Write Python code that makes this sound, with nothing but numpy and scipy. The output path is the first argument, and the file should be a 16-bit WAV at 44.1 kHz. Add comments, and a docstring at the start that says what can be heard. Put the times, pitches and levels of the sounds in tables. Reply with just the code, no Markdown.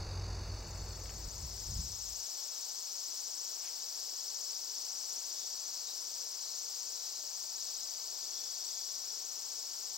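"""Summer cicadas round a wooded lake

A dull chorus, a low rush and a far motor's hum fade out, with a few thumps, as the lakeside swells.
There a near cicada throbs and sweeps its pitch while others buzz, rattle and call behind it.
A cicada sings by buckling its tymbal, a stiff patch of skin: each click makes its abdomen ring.
Soft distant air lies underneath, and there are a few small clicks and one brief swish."""
import sys
import numpy as np
from scipy import signal
from scipy.fft import rfft, irfft, next_fast_len
from scipy.io import wavfile
from scipy.ndimage import map_coordinates

SR = 44100
rng = np.random.default_rng(int(sys.argv[2]) if len(sys.argv) > 2 else 0)


def master_out(mix):
    """Clip the mix to full scale and print it as 16-bit PCM to the path in sys.argv[1]."""
    frames = np.transpose(np.atleast_2d(mix))
    ceiling = np.clip(frames, -1, 1)
    pcm = np.round(ceiling * 32767).astype(np.int16)
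    wavfile.write(sys.argv[1], SR, pcm)


N = 439677
TIME = np.arange(N) / SR
CREEP_PER_S = .0024  # the near cicada and its neighbours click faster by this share each second


def amp(db):
    """Turn decibels into a gain."""
    return 10 ** (np.asarray(db) / 20)


def unit(x):
    """Scale a sound to an average (rms) level of 1."""
    return x / np.sqrt(np.mean(x ** 2) + 1e-20)


def along(rows, hz, column=1):
    """Read a frequency table between its rows, on a log scale."""
    rows = np.asarray(rows)
    return np.interp(np.log(hz + 1), np.log(rows[:, 0] + 1), rows[:, column])


def wobble(rate):
    """A smooth curve through `rate` random values a second."""
    return map_coordinates(rng.standard_normal(int(N * rate / SR) + 4), [TIME * rate])


def bell(peak_s, width_s):
    """A smooth swell that reaches 1 at peak_s."""
    return np.exp(-.5 * ((TIME - peak_s) / width_s) ** 2)


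def arch(start_s, length_s):
    """Half a sine wave, silent before and after."""
    progress = (TIME - start_s) / length_s
    return np.abs(np.sin(np.pi * progress)) * (progress > 0) * (progress < 1)


def filtered(x, response):
    """Scale each frequency in x by response(hz)."""
    size = next_fast_len(N + 8192)
    return irfft(rfft(x, size) * response(np.fft.rfftfreq(size, 1 / SR)), size)[..., :N]


def noise(colour, channels=1):
    """Noise at level 1, with its tone shaped by a table."""
    return unit(filtered(rng.standard_normal((channels, N)), lambda hz: amp(along(colour, hz))))


def trees(x, wet_db, t60):
    """Trees scatter a sound into two echo tails that fall 60 dB in t60 seconds."""
    t = TIME[:SR // 3]
    tails = rng.standard_normal((2, len(t))) * amp(-60 * t / t60)
    tails *= amp(wet_db) / np.linalg.norm(tails[0])
    tails[0, 0] += 1  # the direct sound
    return signal.fftconvolve(x[None], tails / np.linalg.norm(tails[0]), axes=1)[:, :N]


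def beats(rate, scatter_db):
    """For a run of clicks: the time since the latest one, and its strength."""
    turns = np.cumsum(rate * np.ones(N)) / SR + rng.random()
    sizes = amp(scatter_db * rng.standard_normal(8192))
    return turns % 1 / rate, sizes[turns.astype(int) % len(sizes)]


def tymbal(rate, ring_hz, decay_s, scatter_db):
    """Each buckling of the tymbal rings the abdomen, and the ring dies away."""
    age, size = beats(rate, scatter_db)
    return unit(size * age / decay_s * np.exp(-age / decay_s) * np.sin(2 * np.pi * ring_hz * age))


# tone of the dull chorus: f/Hz, level/dB
DULL_TONE = [(1500, -17), (2600, -15), (3700, -13), (4450, 0.5), (4900, -1.5), (5450, -5.5), (6200, -5),
             (6800, -13.5), (7600, -16.5), (8700, -29), (10200, -24.5), (12000, -31), (15500, -33)]
# tone of the low rush: f/Hz, level/dB
RUSH_TONE = [(15, -35), (25, -11), (98, -4.5), (119, -15), (145, -14), (166, -16.5), (262, -25.5),
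             (345, -19.5), (589, -23.5), (909, -24), (2800, -40.5), (3640, -69), (6160, -120)]
# gaps that make the tone hollow: f/Hz, width/Hz
TONE_GAPS = [(3210, 230), (4080, 130), (5140, 130), (5680, 160), (7140, 100)]
def dull_chorus(chorus_db=-49.5, rush_db=-45.5):
    """A hollow-sounding chorus with a fast rattle in it, over a low rush of air."""
    def hollow(hz):
        return np.prod([1 - .94 * np.exp(-((hz - f) / width) ** 2) for f, width in TONE_GAPS], axis=0)
    rattle = unit(amp(2.2 * np.sin(2 * np.pi * 46.5 * TIME + .3 * wobble(4))))
    chorus = amp(chorus_db) * rattle * noise(DULL_TONE)
    rush = amp(rush_db) * noise(RUSH_TONE)
    return filtered(chorus + rush, hollow)


# the motor's hum tones: f/Hz, level/dB, change while it labours/dB
HUM_TONES = [(51.1, -44.5, -1.5), (93.4, -49.5, 8)]
def motor():
    """A far motor hums two wavering tones, labours briefly and then eases."""
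    labour = bell(peak_s=.2, width_s=.24)
    hum = 0
    for hz, db, change_db in HUM_TONES:
        level = amp(db + change_db * labour - .5 * wobble(12.74))
        hum += level * unit(np.sin(2 * np.pi * hz * TIME + .27 * wobble(12.5)))
    return hum


# how the near cicada's body shapes its tone: f/Hz, level/dB
BODY_TONE = [(4000, -3), (5700, 2), (6250, -5), (6550, -1), (7300, 0), (7700, -5), (8500, -7), (9500, -18),
             (11800, -16), (13700, -2), (14500, -3), (15400, 0)]
def near_cicada(click_hz=194.2, ring_hz=6950, sweep_hz=1130, decay_s=.00042, overtone_db=-7.3):
    """The pumping abdomen sweeps the ring up and down; at its tightest a hissy octave flashes."""
    fresh = np.exp(-TIME / 2.85)  # falls towards 0 as the insect warms up
    throb_hz = 14.89 - 1.3 * fresh
    level = amp(-49.5 + 4.5 * fresh)
    pump = np.pi + 2 * np.pi * np.cumsum(throb_hz) / SR  # starts slack
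    tight = np.cos(pump)
    rate = click_hz * (1 + CREEP_PER_S * TIME)
    age, size = beats(rate * (1 + .001 * wobble(12) + .0015 * wobble(300)), scatter_db=1)
    phase = 2 * np.pi * (ring_hz + sweep_hz * tight + 130 * wobble(150)) * age
    strike = size * age / decay_s * np.exp(-age / decay_s)
    # loudest in mid-stroke, more so on the way up; no two strokes are equally strong
    stroke_db = -1.6 * np.cos(2 * pump) - np.sin(pump) - 1.5 * tight
    effort = amp(stroke_db + .5 * wobble(15) + .6 * wobble(3))
    ring = unit(effort * strike * np.sin(phase + .3 * wobble(1800)))
    overtone = unit(amp(2.5 * tight) * strike * np.sin(2 * phase + wobble(2500)))
    song = filtered(ring + amp(overtone_db) * overtone, lambda hz: amp(along(BODY_TONE, hz)))
    return trees(level * unit(song), wet_db=-2.3, t60=.075)


# each neighbour at its loudest: t/s, click rate/Hz, throb rate/Hz, ring f/Hz, relative level/dB
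NEIGHBOUR_SONGS = [(4.6, 182.4, 14.5, 5820, -54), (5.6, 189.2, 13.4, 5480, -54.5),
                   (8.4, 204.2, 15, 5700, -53), (2.2, 202.8, 13.9, 5350, -56.5),
                   (6.3, 184.6, 13.1, 6500, -59), (7.5, 196.2, 12.4, 5080, -60)]
def neighbours(gain_db=2, swell_depth_db=12):
    """More cicadas, with a longer, purer ring, swell and ebb in turn, each at its own pace."""
    song = 0
    for peak_s, click_hz, throb_hz, ring_hz, db in NEIGHBOUR_SONGS:
        throb_db = 4 * np.sin(2 * np.pi * throb_hz * TIME + .7 * wobble(2)) + .5 * wobble(5) - 1
        swell_db = swell_depth_db * (bell(peak_s, width_s=1.8) - 1)
        rate = click_hz * (1 + CREEP_PER_S * (TIME - peak_s) + .0006 * wobble(4))
        song += amp(db + swell_db + throb_db) * tymbal(rate, ring_hz, decay_s=.0012, scatter_db=.8)
    return amp(gain_db) * trees(song, wet_db=-7, t60=.2)


# tone of the massed far cicadas: f/Hz, level/dB
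CHORUS_TONE = [(2000, -37), (3300, -16.5), (3900, -11.5), (4600, -3.5), (5300, 1.5), (6300, -7),
               (7300, -10), (8400, -14), (9300, -24.5), (10300, -29), (11500, -22), (13500, -19),
               (15600, -20)]
def far_chorus(level_db=-45.5):
    """Countless cicadas merge into a shimmering hiss."""
    return amp(level_db + .51 * wobble(14)) * noise(CHORUS_TONE, channels=2)


# tone of the distant air: f/Hz, level/dB
AIR_TONE = [(15, -53), (25, -39), (185, -19), (306, -5), (405, -3.5), (456, -1.5), (525, -3), (816, 1),
            (1970, -8.5), (2510, -7.5), (3000, -6.5), (3900, -26), (6600, -120)]
def distant_air(level_db=-62):
    """A soft, almost steady wash of air."""
    return amp(level_db + .22 * wobble(2.95)) * noise(AIR_TONE, channels=2)


# when the clicks come: t/s, level/dB
CLICK_TIMES = [(1.058, -46), (1.094, -48), (1.104, -53)]
# their tone: f/Hz, level/dB
CLICK_TONE = [(400, -23), (1400, -8), (2300, 4), (3600, -3), (5000, -21), (12000, -40)]
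def clicks(t60=.015):
    """Small dry clicks close by: bursts of noise that start sharply and die fast."""
    bursts = sum(amp(db - 60 * np.abs(TIME - t) / t60) * (TIME >= t) for t, db in CLICK_TIMES)
    return bursts * noise(CLICK_TONE)


# when the thumps come: t/s, half length/s, level/dB
THUMP_TIMES = [(1.267, .02, -40.5), (1.434, 0.023, -41.5), (1.705, 0.032, -44.5), (1.786, 0.051, -38.5),
               (1.922, 0.022, -53), (2.105, 0.064, -58)]
# their tone: f/Hz, level/dB
THUMP_TONE = [(15, -20), (35, -6), (60, 4), (95, -7), (140, -11.5), (220, -22), (320, -40), (700, -72)]
def thumps():
    """Dull thumps: short, rounded swells of low noise."""
    return sum(amp(db) * bell(t, width) for t, width, db in THUMP_TIMES) * noise(THUMP_TONE)


# the far cicada's notes: t/s, length/s, click rate/Hz, its rise as a share, ring f/Hz, level/dB
FAR_NOTES = [(2.45, .3, 182, 0, 3950, -63), (5.28, .2, 181, .005, 3650, -59),
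             (5.6, .3, 186, .04, 4250, -56), (5.83, .1, 183.5, 0, 3850, -59),
             (6.38, .2, 187.5, .012, 4150, -55), (6.92, .3, 186.5, .005, 4100, -57),
             (7.5, .35, 193, -.015, 3950, -61), (8.05, .95, 122, -.03, 3560, -62.5)]
def far_caller():
    """A cicada buzzes short notes across the water, ending in a longer, lower rasp."""
    song = np.zeros(N)
    waver = 1 + .0012 * wobble(30)
    for start, length, click_hz, rise, ring_hz, db in FAR_NOTES:
        progress = np.clip((TIME - start) / length, 0, 1)
        buzz = tymbal(click_hz * waver * (1 + rise * progress), ring_hz, decay_s=.00095, scatter_db=4.5)
        song += amp(db) * np.sqrt(arch(start, length)) * buzz
    return trees(song, wet_db=4, t60=.3)


# spells of rattling: t/s, length/s, level/dB
RATTLE_SPELLS = [(2.7, 1.2, -62), (3.65, 1.96, -55), (5.452, 0.54, -54), (6.12, 1.23, -55), (7.25, 2, -52),
                 (9.45, .7, -58.5)]
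def rattler(chirps_per_s=47.9, ring_hz=4720):
    """An insect rattles in spells of tiny, quick chirps, all near one pitch."""
    effort = sum(amp(db) * arch(start, length) ** .26 for start, length, db in RATTLE_SPELLS)
    age, size = beats(chirps_per_s * (1 + .0015 * wobble(5)), scatter_db=.7)
    chirps = size * np.exp(-.5 * (age / .0011 - 4) ** 2)
    tone = np.sin(2 * np.pi * ring_hz * age + .55 * wobble(1000))
    return trees(effort * unit(chirps * tone), wet_db=-6, t60=.096)


# tone of the swish: f/Hz, level/dB
SWISH_TONE = [(800, -30), (1600, -3), (3000, 4), (8500, -16), (11000, -2), (16000, -25)]
def swish(left_db=-55, right_db=-60):
    """One soft, brief swell of bright noise."""
    return amp([[left_db], [right_db]]) * bell(peak_s=3.67, width_s=.033) * noise(SWISH_TONE)


# the microphone's two openings: f/Hz, left over right/dB, likeness (0 to 1), left delay/radians
MIC_OPENINGS = [(60, 0.5, 0.25, .3), (200, 9.5, 0.52, 1.5), (400, 13, 0.42, 1.25), (1300, 10.5, 0.65, .9),
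                (2400, 7, 0.37, 0.74), (4400, 5, 0.69, 0.37), (6650, 8, 0.88, 1.4), (8340, 7, 0.25, 1.7),
                (15000, 1, 0.2, 2.3)]
def stereo(pair):
    """Blend two unrelated signals into left and right; the left is louder and slightly late."""
    def mix(hz):
        lean = amp(along(MIC_OPENINGS, hz))
        alike = np.clip(along(MIC_OPENINGS, hz, column=2), 0, 1)
        turn = np.arccos(alike) / 2
        shared, apart = np.cos(turn), np.sin(turn)
        left = lean * np.exp(-1j * along(MIC_OPENINGS, hz, column=3))
        centre = np.sqrt(lean ** 2 + 1 + 2 * alike * left.real) / 2  # level of the two sides' average
        return np.array([[left * shared, left * apart], [shared, -apart]]) / centre
    return filtered(pair, mix).sum(axis=1)


def scene(fade_start_s=.31, fade_end_s=2.27):
    """The dull chorus and the motor fade out evenly as the lakeside fades in."""
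    fade = np.clip((TIME - fade_start_s) / (fade_end_s - fade_start_s), 0, 1)
    insects = near_cicada() + neighbours() + rattler() + far_caller() + far_chorus()
    lakeside = stereo(insects + distant_air())
    opening = dull_chorus() + motor()
    return fade * lakeside + (1 - fade) * opening + thumps() + clicks() + swish()


def record(dry):
    """Cut off the very highest treble."""
    return filtered(dry, lambda hz: hz < 15820)


dry = scene()
out = record(dry)
master_out(out)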